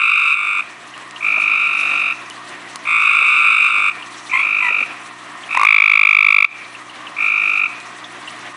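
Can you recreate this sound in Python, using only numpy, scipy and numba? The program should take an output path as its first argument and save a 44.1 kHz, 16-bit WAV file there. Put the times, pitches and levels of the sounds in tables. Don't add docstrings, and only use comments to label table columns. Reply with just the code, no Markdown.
import sys
import numpy as np
from scipy import signal
from scipy.fft import rfft, irfft
from scipy.io import wavfile
from scipy.ndimage import uniform_filter1d, minimum_filter1d
from numba import njit

SR = 44100
rng = np.random.default_rng(int(sys.argv[2]) if len(sys.argv) > 2 else 0)


def materialize(psi):
    bounded = np.clip(np.atleast_2d(psi).T, -1, 1)
    quanta = np.round(bounded * 32767).astype(np.int16)
    wavfile.write(sys.argv[1], SR, quanta)


N = 377496
T = np.arange(N) / SR


def undb(db):
    return 10 ** (np.asarray(db) / 20)


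def level(x, db):
    return x * undb(db) / np.sqrt(np.mean(x ** 2))


def add(out, s, x):
    start = int(round(s * SR))
    i, j = np.clip([start, start + len(x)], 0, N)
    out[i:j] += x[i - start:j - start]


def band(x, hz, width_hz, order=1):
    low = np.hypot(hz, width_hz / 2) - width_hz / 2
    edges = [low, min(low + width_hz, SR / 2 - 100)]
    return signal.sosfilt(signal.butter(order, edges, "band", fs=SR, output="sos"), x)


def walk(rate):
    k = max(int(SR / rate), 1)
    return np.sqrt(3 / 2) * uniform_filter1d(np.repeat(rng.standard_normal(N // k + 1), k), k)[:N]


def larynx_pulse(hz, glide, attack_s, open_s, length_s=.02, shut_s=.0009, ring_db=-10.5, ring_s=.0031):
    t = T[:int(length_s * SR)]
    shut = np.maximum(t - open_s, 0)
    attack = np.sin(np.pi / 2 * np.minimum(t / attack_s, 1))
    closure = (1 - undb(ring_db)) * np.exp(-(shut / shut_s) ** 2)
    ringing = undb(ring_db) * np.exp(-shut / ring_s)
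    fade_out = np.minimum((length_s - t) / ring_s, 1) ** 2
    pitch = hz * (1 + glide * np.minimum(t / (open_s + shut_s), 1) ** 1.9)
    return attack * (closure + ringing) * fade_out * np.exp(2j * np.pi * np.cumsum(pitch) / SR)


def trill(trills, voice, pitch_hz, glide, attack_s, open_s, damping, rasp_db,
          drag_s=.003, flat_start=.032, jitter=.007, scatter_db=.5):
    larynx, loudness = np.zeros(N, complex), np.zeros(N)
    for first, last, count, slowing, db, swell in trills:
        u = np.linspace(0, 1, count)
        drag = drag_s * np.exp(-np.arange(count)[::-1] / 2)
        times = first + (last - first) * (u - slowing * u * (1 - u)) + drag
        effort = 1 - np.exp(-((times - first + .023) / swell) ** 2)
        tension = 1 - flat_start * np.exp(-(times - first) / .18)
        for s, push, tight, (size, bend) in zip(times, effort, tension, rng.standard_normal((count, 2))):
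            pulse = larynx_pulse(pitch_hz * tight * (1 + jitter * bend), glide, attack_s, open_s)
            add(larynx, s, pulse)
            add(loudness, s, np.full(len(pulse), push * undb(db + scatter_db * size)))
    drive, phase = abs(larynx), np.angle(larynx)
    out = undb(rasp_db) * loudness * drive ** 2 * band(rng.standard_normal(N), 4400, 3600)
    for k, (hz, width, db) in enumerate(voice, 1):
        fade = damping if k == 1 else min(k / 2, 1.4)
        out += undb(db) * band(loudness * drive ** fade * np.sin(k * phase), hz, width)
    return out


def yard(x, echoes, wet_db, t60=.71):
    out = x.copy()
    reflected = band(x, 3500, 5000, order=2)
    for delay, db in echoes:
        add(out, delay, undb(db) * reflected)
    t = T[:SR]
    tail = rng.standard_normal(SR) * np.exp(-np.log(1000) * t / t60) * np.minimum(t / .015, 1)
    return out + undb(wet_db) * signal.fftconvolve(x, tail / np.linalg.norm(tail))[:N]


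# first pulse t/s, last pulse t/s, pulse count, slowing share, level/dB, swell time/s
HIGH_TRILLS = [(-.3, .318, 32, 0.04, -3.5, .04), (1.435, 2.1, 34, 0.044, -7.5, 0.065),
               (3.015, 3.682, 35, .035, -2.5, 0.0088), (5.487, 6.05, 30, 0.026, -8.5, 0.034)]
# f/Hz, width/Hz, gain/dB
HIGH_RESONANCES = [(1518, 278, -6.5), (2605, 410, -2.5), (3740, 170, -20), (4890, 140, -35.5),
                   (6360, 500, -47.5), (7640, 400, -44), (8700, 670, -35)]
# delay/s, gain/dB
HIGH_ECHOES = [(.00694, -5.5), (0.0151, 0)]
def high_frog():
    call = trill(HIGH_TRILLS, HIGH_RESONANCES, pitch_hz=1091.4, glide=.269, attack_s=.005,
                 open_s=.00733, damping=.52, rasp_db=-33)
    return yard(call, HIGH_ECHOES, wet_db=-8.5)


LOW_TRILLS = [(-.0947, .5853, 36, .035, -10, .02), (2.8505, 3.8755, 55, .04, -5, 0.044)]
LOW_RESONANCES = [(1453, 394, -4.5), (2423, 334, -1), (3596, 144, -18), (4800, 180, -36),
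                  (5870, 650, -46.5), (7460, 130, -28), (8330, 113, -20.5), (9530, 56, -30)]
LOW_ECHOES = [(.0053, -6.5), (0.0118, -0.5), (.031, -10)]
def low_frog():
    call = trill(LOW_TRILLS, LOW_RESONANCES, pitch_hz=1087.4, glide=.3, attack_s=.0043,
                 open_s=.0079, damping=.96, rasp_db=-38, flat_start=.047)
    return yard(call + squawks(), LOW_ECHOES, wet_db=-12.5)


# f/Hz, relative density level/dB
AIR_SPECTRUM = [(30, -43), (100, -18), (190, -15), (320, -4.5), (470, -12), (700, -2.5), (1100, -11.5),
                (1550, -3), (2000, -3), (2900, -7.5), (4500, -19.5), (8000, -27.5), (10800, -30)]
def night_air():
    hz, db = np.transpose(AIR_SPECTRUM)
    bins = np.maximum(np.arange(N // 2 + 1) * SR / N, 1)
    shape = undb(np.interp(np.log(bins), np.log(hz), db))
    air = irfft(rfft(rng.standard_normal(N)) * shape, N)
    return level(air, -38.5) * undb(2 * walk(16))


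# f/Hz, width/Hz, rms level/dB
MURMUR_BANDS = [(259, 140, -63), (928, 32, -59), (1117, 285, -40.5), (1843, 48, -48.5), (1946, 140, -48.5)]
def murmur():
    return sum(level(band(rng.standard_normal(N), hz, width, order=2), db) * undb(2 * walk(19))
               for hz, width, db in MURMUR_BANDS)


# f/Hz, rms level/dB
PUMP_PARTIALS = [(120, -59), (180, -60.5), (240, -58), (300, -53), (360, -57), (720, -54.5)]
def pump():
    return sum(np.sqrt(2) * undb(db + .42 * walk(13)) * np.sin(2 * np.pi * hz * T + .22 * walk(3.5))
               for hz, db in PUMP_PARTIALS)


def trickle():
    out, splash_db = np.zeros(N), 2.5 * walk(35)
    for hz, db in [(3700, -50), (5900, -53), (7800, -55.5), (9400, -58)]:
        hiss = band(rng.standard_normal(N), hz, 1400, order=2)
        out += level(hiss * undb(splash_db + 2.8 * walk(70)), db)
    return out


def impacts(events, decay_s, width_hz, order):
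    out, t = np.zeros(N), T[:SR // 10]
    for s, db, hz in events:
        burst = band(rng.standard_normal(len(t)) * np.exp(-t / decay_s), hz, width_hz, order)
        add(out, s, undb(db) * burst / abs(burst).max())
    return out


# t/s, peak level/dB, f/Hz
DRIPS = [(0.9378, -27.5, 2780), (1.1598, -22, 2950), (2.3044, -26, 3000), (4.024, -24, 2850),
         (5.4327, -27, 3100), (6.7477, -24.5, 2640), (6.8944, -28, 2860), (7.0674, -20.5, 2770),
         (8.042, -24, 3470), (8.2733, -22, 2880)]
def drips():
    return impacts(DRIPS, decay_s=.0087, width_hz=320, order=2)


# t/s, peak level/dB
CLICKS = [(0.978, -22), (1.11, -20), (2.3, -19), (2.7585, -9.5), (7.802, -22)]
def clicks():
    return impacts([(s, db, 2000) for s, db in CLICKS], decay_s=.001, width_hz=5300, order=1)


CLEAR_TRILLS = [(1.205, 1.6555, 24, 0.038, -6, 0.048), (4.2935, 4.8215, 28, 0.031, -6.5, 0.049),
                (7.164, 7.6515, 26, 0.03, -6, 0.047)]
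CLEAR_RESONANCES = [(1422, 170, -9), (2366, 490, -1.5), (3740, 370, -28.5), (4970, 270, -43.5)]
CLEAR_ECHOES = [(.00682, -6), (0.0106, -14.5)]
def clear_frog():
    call = trill(CLEAR_TRILLS, CLEAR_RESONANCES, pitch_hz=1147, glide=.21, attack_s=.0044,
                 open_s=.0077, damping=.74, rasp_db=-35)
    return yard(call, CLEAR_ECHOES, wet_db=-11)


# t/s, peak level/dB, f/Hz
BUMPS = [(1.37, -25, 520), (1.379, -27, 760), (3.215, -25, 632), (4.707, -26, 525), (4.764, -29, 444),
         (4.808, -28, 420)]
def bumps():
    return impacts(BUMPS, decay_s=.0097, width_hz=450, order=2)


# t/s, length/s, f/Hz, fractional pitch rise, level/dB
SQUAWKS = [(4.323, .084, 1005, .115, -15), (4.605, 0.092, 1018, -.05, -20.5)]
SQUAWK_HARMONICS = [-3.5, -0.5, -18, -30.5, -41, -36, -34, -29]
def squawks(attack_s=.013, release_s=.0066):
    out = np.zeros(N)
    for s, length, hz, rise, db in SQUAWKS:
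        held = np.clip(T - s, 0, length)
        pitch = hz * (1 + rise * held / length) * (1 + .032 * walk(800))
        phase = 2 * np.pi * np.cumsum(pitch) / SR
        envelope = np.minimum(held / attack_s, 1) * np.exp(-np.maximum(T - s - length, 0) / release_s)
        tone = sum(undb(d) * np.sin(k * phase) for k, d in enumerate(SQUAWK_HARMONICS, 1))
        out += envelope * undb(db + 2.2 * walk(250)) * tone
    return out


# t/s, f/Hz, level/dB, relative rasp level/dB
GRUNTS = [(5.548, 900, -12, -16.5), (5.572, 968, 2.5, -20.5), (5.5950, 1070, -0.5, -24),
          (5.6129, 1064, 1.5, -22), (5.6318, 1062, 5, -19), (5.65, 1116, 5.5, -18)]
def grunts(octave_db=-8, damping=.6):
    out = np.zeros(N)
    for s, hz, db, rasp_db in GRUNTS:
        pulse = larynx_pulse(hz, glide=.098, attack_s=.0008, open_s=.004)
        fundamental = abs(pulse) ** damping * np.sin(np.angle(pulse))
        tone = band(fundamental + undb(octave_db) * np.imag(pulse ** 2), 1800, 1900)
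        rasp = abs(pulse) ** 4 * level(band(rng.standard_normal(len(pulse)), 2100, 2100), rasp_db)
        add(out, s, undb(db) * (tone + rasp))
    return out


NEAR_TRILLS = [(5.6486, 6.4415, 42, 0.024, 12, 0.025)]
NEAR_RESONANCES = [(1360, 700, -15.5), (2287, 590, -1.5), (3300, 1300, -21.5), (4660, 1000, -34),
                   (5600, 900, -52.5), (6940, 400, -44), (9300, 160, -36)]
NEAR_ECHOES = [(.0148, -24)]
def near_frog():
    call = trill(NEAR_TRILLS, NEAR_RESONANCES, pitch_hz=1108.5, glide=.202, attack_s=.002,
                 open_s=.0063, damping=.57, rasp_db=-33, drag_s=.00195, flat_start=.016)
    return yard(grunts() + call, NEAR_ECHOES, wet_db=-24.5)


# t/s, gain/dB
BACKGROUND_SWELL = [(0, -6.5), (1.4, 1.5), (5.3, 0.5), (6.7, -1), (8.5, 2)]
def scene():
    frogs = high_frog() + low_frog() + clear_frog() + near_frog()
    background = night_air() + murmur() + pump() + trickle()
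    swell = undb(np.interp(T, *np.transpose(BACKGROUND_SWELL)))
    return (frogs + background * swell + drips() + clicks() + bumps())[None]


@njit
def follow(x, attack, release):
    out, e = np.empty(len(x)), 0.
    for i in range(len(x)):
        e += (x[i] - e) * (attack if x[i] > e else release)
        out[i] = e
    return out


def record(dry, knee_db=-7, ratio=1.59, attack_s=.0005, release_s=.066, ceiling=.99, top_hz=11000):
    hold, ahead = SR // 40, SR // 1000
    held = -minimum_filter1d(-abs(dry[0]), hold, origin=hold // 2 - ahead)
    peak = np.maximum(follow(held, 1 / (attack_s * SR), 1 / (release_s * SR)), undb(knee_db))
    ducked = dry * np.minimum((peak / undb(knee_db)) ** (1 / ratio - 1), ceiling / peak)
    bent = ducked + undb(-38) * band(ducked ** 2, 880, 6000)
    low_pass = signal.ellip(10, .2, 70, top_hz, fs=SR, output="sos")
    return signal.sosfilt(low_pass, np.clip(bent, -1, 1))


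dry = scene()
out = record(dry)
materialize(out)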